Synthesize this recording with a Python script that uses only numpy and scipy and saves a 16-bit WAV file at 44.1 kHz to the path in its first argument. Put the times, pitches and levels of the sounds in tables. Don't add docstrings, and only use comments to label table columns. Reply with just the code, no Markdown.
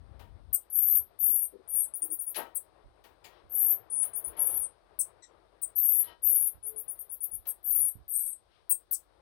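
import sys
import numpy as np
from scipy import signal
from scipy.fft import rfft, irfft, next_fast_len
from scipy.io import wavfile
from scipy.ndimage import uniform_filter1d

SR = 44100
rng = np.random.default_rng(int(sys.argv[2]) if len(sys.argv) > 2 else 0)


def file_out(sig):
    cols = np.atleast_2d(sig).T
    lim = np.clip(cols, -1, 1)
    pcm = np.round(lim * 32767).astype(np.int16)
    wavfile.write(sys.argv[1], SR, pcm)


N = 406161
TIME = np.arange(N) / SR
RING_HZ = 9937

# frequency in Hz, level in dB.
AIR_SPECTRUM = [(88, -1.5), (150, -11.5), (272, -15), (314, -3), (627, -2), (1160, -8), (4120, -31),
                (7000, -62.5)]
# frequency in Hz, level in dB.
THUMP_SPECTRUM = [(20, -17.5), (50, 9.5), (90, 4.5), (150, -11.5), (300, -17.5), (600, -40.5)]


def from_db(db):
    return 10 ** (np.asarray(db) / 20)


def ramp(x):
    return np.clip(x, 0, 1)


def rms_one(x):
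    return x / np.sqrt(np.mean(x ** 2) + 1e-20)


def level_curve(rows):
    s, db = np.transpose(rows)
    return np.interp(TIME, s, db)


def span(start_s, end_s):
    return np.arange(int(start_s * SR), min(int(end_s * SR), N))


def add(out, start_s, sound):
    i = max(int(start_s * SR), 0)
    out[i:i + len(sound)] += sound[:N - i]


def fade(t, edge_s):
    to_edge_s = np.minimum(t - t[0], t[-1] - t)
    return np.sin(np.pi / 2 * ramp(to_edge_s / edge_s)) ** 2


def swells(rows):
    gain = np.zeros(N)
    for centre_s, half_width_s, db in rows:
        steepness = np.minimum(((TIME - centre_s) / half_width_s) ** 2, 100)
        gain += from_db(db) * np.exp(-steepness)
    return gain


def coloured(x, points):
    hz, db = np.transpose(points)
    size = 2 * next_fast_len(N // 2 + 1)
    octave = np.log2(np.fft.rfftfreq(size, 1 / SR) + 1)
    known = np.log2(hz)
    outside = abs(octave - np.clip(octave, known[0], known[-1]))
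    gain = from_db(np.interp(octave, known, db) - 20 * outside)
    return irfft(rfft(x, size) * gain, size)[:N]


def noise(points):
    return rms_one(coloured(rng.standard_normal(N), points))


def wander(corner_hz):
    lowpass = signal.butter(6, corner_hz, fs=SR, output="sos")
    return rms_one(signal.sosfilt(lowpass, rng.standard_normal(N)))


def whistle(hz):
    return np.sqrt(2) * np.sin(2 * np.pi * np.cumsum(hz) / SR)


def rasp(corner_hz):
    return rms_one(0.32 + wander(corner_hz))


def room(x, direct_db=-7, slap_db=-20, slap_s=0.018, slap_width_s=0.0023, t60_s=0.13):
    t = TIME[:SR // 3]
    slap = from_db(slap_db) * np.exp(-((t - slap_s) / slap_width_s) ** 2)
    build_up = ramp(t / slap_s / 2 + 1 - ramp(from_db(slap_db)))
    tail = from_db(-60 * t / t60_s) * build_up
    response = rng.standard_normal(len(t)) * (tail + slap)
    response /= np.linalg.norm(response)
    response[0] += from_db(direct_db)
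    return signal.fftconvolve(x, response / np.linalg.norm(response))


def trills(rate_hz=37, jitter=0.62, rasp_hz=420, lurch=0.42, uneven_db=2):
    # start in seconds, length in seconds, level in dB, attack in seconds, crescendo in dB,
    # centre pitch in Hz, sag over the call in octaves, final drop in octaves, swing in octaves.
    trill_rows = [(0.699, 0.29, -26, 0.066, 1, 12380, -0.037, 0.1, 0.13),
                  (1.187, 0.26, -28, 0.028, -3.5, 12100, 0.11, 0.19, 0.14),
                  (1.676, 0.17, -28, 0.063, -7, 10820, 0.1, 0.12, 0.18),
                  (3.495, 0.24, -27.5, 0.067, 5, 12270, 0.11, -0.02, 0.12),
                  (3.899, 0.14, -32, 0.0015, 11, 9650, 0.037, -0.069, 0.072),
                  (4.366, 0.28, -32, 0.029, -5.5, 11070, -.18, 0.41, .13),
                  (5.75, 0.27, -27.5, 0.012, 5, 12230, 0.11, 0.08, .12),
                  (6.22, 0.26, -27, 0.024, -4.5, 11920, 0.084, 0.041, 0.12),
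                  (7.628, 0.26, -28.5, 0.038, 3, 11960, 0.18, 0.17, 0.17),
                  (8.079, 0.26, -32.5, 0.067, -16.5, 10310, 0.2, 0.21, 0.23)]
    # frequency in Hz, level in dB.
    trill_spectrum = [(7500, -58), (8100, -0.5), (14300, 1.5), (15300, -11.5)]
    onset_db, release_db, release_s, drop_s = -20.5, -2.5, 0.014, 0.065

    cycles = np.cumsum(rate_hz * (1 + 0.32 * wander(25))) / SR
    sweep = np.sin(2 * np.pi * cycles) + jitter * wander(190) + lurch * wander(35)
    stray = 2 * np.tanh(sweep / 2)
    voice = rasp(rasp_hz) * from_db(uneven_db * np.tanh(wander(50)))
    out = np.zeros(N)
    for start_s, length_s, db, attack_s, crescendo_db, hz, sag, drop, swing in trill_rows:
        i = span(start_s, start_s + length_s)
        t = TIME[i] - start_s
        along, left_s = t / length_s - 0.5, length_s - t
        level_db = db + crescendo_db * along
        level_db += onset_db * ramp(1 - t / attack_s) + release_db * ramp(1 - left_s / release_s)
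        octaves = swing * (stray[i] - stray[i].mean()) - sag * along - drop * ramp(1 - left_s / drop_s)
        tone = whistle(hz * 2 ** octaves) * rms_one(voice[i])
        add(out, start_s, room(from_db(level_db) * fade(t, 0.0021) * tone))
    return coloured(out, trill_spectrum)


def twitters(top_s=0.027, leap_s=0.0019, low_jitter=0.07, top_jitter=0.3, climb_octaves_per_s=4,
             rasp_hz=450, fizz_db=-21, fizz_hz=2500):
    # start in seconds, length of the low part in seconds, low level in dB,
    # low pitch in Hz, top level in dB, top pitch in Hz.
    twitter_rows = [(1.936, 0.019, -34.5, 9400, -40, 14320), (2.018, 0.018, -30.5, 9140, -37, 13730),
                    (2.1, 0.021, -29.5, 9600, -34.5, 13480), (2.188, 0.017, -30.5, 9770, -36, 14200),
                    (2.264, .022, -34.5, 10180, -40, 13700), (2.356, 0.012, -32, 10350, -41, 12070),
                    (4.013, 0.017, -32.5, 10200, -39, 12600), (4.134, 0.022, -35.5, 9230, -36, 12720),
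                    (4.241, 0.015, -35, 10030, -43.5, 12410), (6.626, 0.039, -43.5, 10020, -34, 11600),
                    (6.759, .025, -38, 9930, -37.5, 12550), (6.878, 0.021, -32, 10040, -42, 12400),
                    (6.971, .019, -53.5, 9700, -39, 11400), (7.093, 0.022, -40.5, 10170, -37, 13300),
                    (7.204, 0.019, -37.5, 10010, -32.5, 12900), (7.311, .023, -40, 10300, -36, 11980)]
    # frequency in Hz, level in dB.
    twitter_spectrum = [(7700, -48), (8300, -7.5), (9200, 0.5), (15700, -2), (16400, -36)]

    out, shake = np.zeros(N), np.tanh(wander(600))
    voice = rms_one(rasp(rasp_hz) + from_db(fizz_db) * wander(fizz_hz))
    for start_s, hold_s, low_db, low_hz, top_db, top_hz in twitter_rows:
        i = span(start_s, start_s + hold_s + top_s)
        since_s = TIME[i] - start_s - hold_s
        up = 0.5 + 0.5 * np.tanh(since_s / leap_s)
        climb = climb_octaves_per_s * (since_s - top_s / 2)
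        top_octaves = np.log2(top_hz / low_hz) + climb + top_jitter * shake[i]
        pitch_hz = low_hz * 2 ** (up * top_octaves + (1 - up) * low_jitter * shake[i])
        gain = from_db(low_db + up * (top_db - low_db)) * fade(TIME[i], 0.0032)
        add(out, start_s, room(gain * whistle(pitch_hz) * rms_one(voice[i])))
    return coloured(out, twitter_spectrum)


def chirps(start_hz=15390, jitter=0.17, rasp_hz=1200):
    # start in seconds, length in seconds, level in dB, end pitch in Hz, low tail in dB,
    # hollow at 11-12.4 kHz in dB, bright top in Hz, top in dB.
    chirp_rows = [(0.527, 0.022, -24, 5010, -23.5, -5.5, 13270, 7),
                  (2.547, .016, -25, 7350, -19, -7, 15200, 7),
                  (4.988, 0.013, -18.5, 5290, -18, -8, 15400, 20),
                  (5.615, 0.017, -26.5, 6450, -24.5, -19, 14900, 6.5),
                  (7.467, 0.033, -37, 8000, -15.5, 3.5, 15500, 9),
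                  (8.694, 0.022, -21, 6240, -22.5, -4, 15100, 6),
                  (8.909, 0.034, -29, 5405, -15, -4, 14230, 9)]

    out, voice, shake = np.zeros(N), rasp(rasp_hz), np.tanh(wander(700))
    for start_s, length_s, db, end_hz, tail_db, hollow_db, top_hz, top_db in chirp_rows:
        i, call = span(start_s, start_s + length_s), np.zeros(N)
        unsteady = jitter * np.linspace(1, 0, len(i)) * shake[i]
        pitch_hz = np.geomspace(start_hz, end_hz, len(i)) * 2 ** unsteady
        tone = from_db(db) * fade(TIME[i], 0.0043) * whistle(pitch_hz) * rms_one(voice[i])
        add(call, start_s, room(tone, direct_db=-14, slap_db=-5))
        out += coloured(call, [(4800, tail_db), (7300, tail_db), (8200, 2), (9500, 1), (11000, hollow_db),
                               (12400, hollow_db), (top_hz, top_db), (16000, top_db)])
    return out


def thin_ring(calls, follow_s=0.0052):
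    # start in seconds, end in seconds, pitch in Hz, level against the calls in dB.
    ring_rows = [(4.017, 4.333, RING_HZ, -1), (4.362, 4.7, RING_HZ, -13), (7.206, 7.42, RING_HZ, -8.5),
                 (7.454, 7.542, 12900, -3), (7.718, 7.88, RING_HZ, -17.5)]

    loudness = np.sqrt(abs(uniform_filter1d(calls ** 2, int(follow_s * SR))))
    out = np.zeros(N)
    for start_s, end_s, hz, db in ring_rows:
        t = TIME[span(start_s, end_s)]
        add(out, start_s, from_db(db) * fade(t, 0.012) * whistle(np.full(len(t), hz)))
    return loudness * out


def squeaks(length_s=0.0233, rough=0.038):
    # start in seconds, pitch in Hz, level in dB, step from partial to partial in dB, glide in octaves.
    squeak_rows = [(3.239, 2295, -60, -2.5, -0.17), (5.221, 1953, -65.5, 3, -0.15)]

    out, shake = np.zeros(N), wander(440)
    for start_s, hz, db, step_db, glide in squeak_rows:
        i = span(start_s, start_s + length_s)
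        pitch_hz = hz * 2 ** (glide * np.linspace(-0.5, 0.5, len(i))) * (1 + rough * shake[i])
        tone = sum(from_db(db + k * step_db) * whistle((k + 1) * pitch_hz) for k in range(4))
        add(out, start_s, room(fade(TIME[i], 0.0028) * tone))
    return out


def dish(x, t60_s=0.17):
    # mode frequency in Hz, level in dB.
    dish_modes = [(951, -2), (1310, -8.5), (1610, -11), (1890, -5.5), (3040, -8), (4070, -11)]

    t = TIME[:SR // 2]
    modes = sum(from_db(db) * np.sin(2 * np.pi * hz * t) for hz, db in dish_modes)
    response = from_db(-60 * t / t60_s) * modes
    return signal.fftconvolve(x, response / np.linalg.norm(response))[:N]


def knocks(t60_s=0.29, tick_t60_s=0.23, rise_s=0.012, tick_rise_s=0.0015, level_db=-9, tick_db=-14, dish_db=-14):
    # start in seconds, strength in dB, treble against mids in dB.
    knock_rows = [(0.193, -44.5, 0), (2.344, -54.5, 24), (2.355, -34, 4), (2.374, -31, -48),
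                  (3.039, -48, 4), (3.242, -49, 9.5), (4.025, -44, -0.5), (4.371, -39, -7.5),
                  (7.453, -48, 3), (7.799, -50.5, -7)]
    # frequency in Hz, level in dB.
    knock_spectrum = [(88, -38.5), (200, -11.5), (394, -1), (800, -1), (1400, -7), (3560, -20.5),
                      (7000, -49.5)]
    tick_spectrum = [(2000, -1), (3400, -2), (7000, -16.5), (15000, -9)]  # (Hz, dB)

    body, tick, t = np.zeros(N), np.zeros(N), TIME[:SR // 2]
    rise, tick_rise = 1 - np.exp(-t / rise_s), 1 - np.exp(-t / tick_rise_s)
    for start_s, db, treble_db in knock_rows:
        add(body, start_s, rise * from_db(db + level_db - 60 * t / t60_s))
        add(tick, start_s, tick_rise * from_db(db + treble_db + tick_db - 60 * t / tick_t60_s))
    blows = body * noise(knock_spectrum) + tick * noise(tick_spectrum)
    return blows + from_db(dish_db) * dish(blows)


def scrape(slips_per_s=250):
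    # centre in seconds, half width in seconds, level in dB.
    nudge = (6.075, 0.051, -57.5)

    slips = (rng.random(N) < slips_per_s / SR) * rng.choice([-1, 1], N)
    return dish(swells([nudge]) * rms_one(slips))


def rustles(grain_db=0.5, grain_hz=60):
    # centre in seconds, half width in seconds, level in dB, treble against body in dB.
    rustle_rows = [(0.969, 0.086, -67.5, -13.5), (3.359, 0.069, -62.5, -8), (3.669, 0.14, -58.5, -35),
                   (4.2, 0.36, -61.5, -20.5), (4.491, 0.16, -56.5, -11), (6.081, 0.062, -62.5, 0),
                   (8.56, 0.069, -85.5, 12)]
    # frequency in Hz, level in dB.
    treble_spectrum = [(1000, 5.5), (2100, 2.5), (3400, 6.5), (5600, -6), (7200, -34)]

    body = swells((s, width_s, db) for s, width_s, db, _ in rustle_rows)
    treble = swells((s, width_s, db + treble_db) for s, width_s, db, treble_db in rustle_rows)
    grain = from_db(grain_db * wander(grain_hz))
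    return grain * (body * noise(AIR_SPECTRUM) + treble * noise(treble_spectrum))


def bumps(blur_s=0.056):
    # start in seconds, length in seconds, pitch in Hz, level in dB.
    bump_rows = [(1.516, 0.073, 397.5, -53.5), (1.581, .052, 378, -60.5), (2.009, 0.075, 318, -58.5),
                 (2.071, 0.094, 313, -56), (6.612, 0.25, 438, -57.5)]

    out, rush = np.zeros(N), noise([(200, -12.5), (300, -2.5), (500, 1.0), (650, -36)])
    for start_s, length_s, hz, db in bump_rows:
        i = span(start_s, start_s + length_s)
        blurred = whistle(np.full(len(i), hz)) + blur_s / length_s * rush[i]
        add(out, start_s, from_db(db) * fade(TIME[i], length_s / 2) * blurred)
    return out


def thumps(t60_s=0.26, rise_s=0.0023, level_db=1):
    # start in seconds, strength in dB.
    thump_rows = [(0.992, -49), (2.842, -49), (3.436, -51), (4.271, -45.5), (4.552, -42), (6.545, -49.5),
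                  (7.326, -43), (7.796, -49), (7.954, -41)]

    swell, t = np.zeros(N), TIME[:SR // 2]
    for start_s, db in thump_rows:
        add(swell, start_s, from_db(db + level_db - 60 * t / t60_s) * (1 - np.exp(-t / rise_s)))
    return swell * noise(THUMP_SPECTRUM)


def rumble():
    # time in seconds, level in dB.
    rumble_levels = [(0, -46), (0.53, -47.5), (0.545, -110)]
    return from_db(level_curve(rumble_levels)) * noise(THUMP_SPECTRUM)


def ventilation(waver_db=2.0):
    # time in seconds, level in dB.
    air_levels = [(0, -69), (5, -66.5), (7.8, -70), (8.2, -74), (9.2, -72)]
    return from_db(level_curve(air_levels) + waver_db * wander(10.0)) * noise(AIR_SPECTRUM)


def hiss(level_db=-83.0):
    # frequency in Hz, level in dB.
    hiss_spectrum = [(2000, -7), (3600, 13.5), (5200, 8), (7200, -23), (8500, 9.5), (15000, -14)]
    return from_db(level_db) * noise(hiss_spectrum)


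def mains_like_hum(pitch_hz=50.4, level_db=-77):
    return from_db(level_db) * whistle(pitch_hz * (1 + 0.004 * wander(9)))


def bass(level_db):
    # frequency in Hz, level in dB.
    bass_spectrum = [(20, -19.5), (55, 10), (110, -8.5), (600, -19), (6000, -29.5)]
    return from_db(level_db) * noise(bass_spectrum)


def scene():
    calls = trills() + twitters() + chirps()
    voices = calls + bumps() + squeaks()
    near = knocks() + scrape() + rustles() + ventilation() + hiss()
    hum = mains_like_hum()
    trace = room(from_db(-36.5) * voices + from_db(-27.5) * near)[:N]
    left = 2 * (voices + thin_ring(calls) + near) + rumble() + hum + bass(-75.0)
    right = 2 * trace + thumps() + hum + bass(-72.5)
    return np.array([left, right])


def record(dry):
    lowpass = signal.ellip(10, 0.3, 80, 16600, fs=SR, output="sos")
    return signal.sosfilt(lowpass, dry)


dry = scene()
out = record(dry)
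file_out(out)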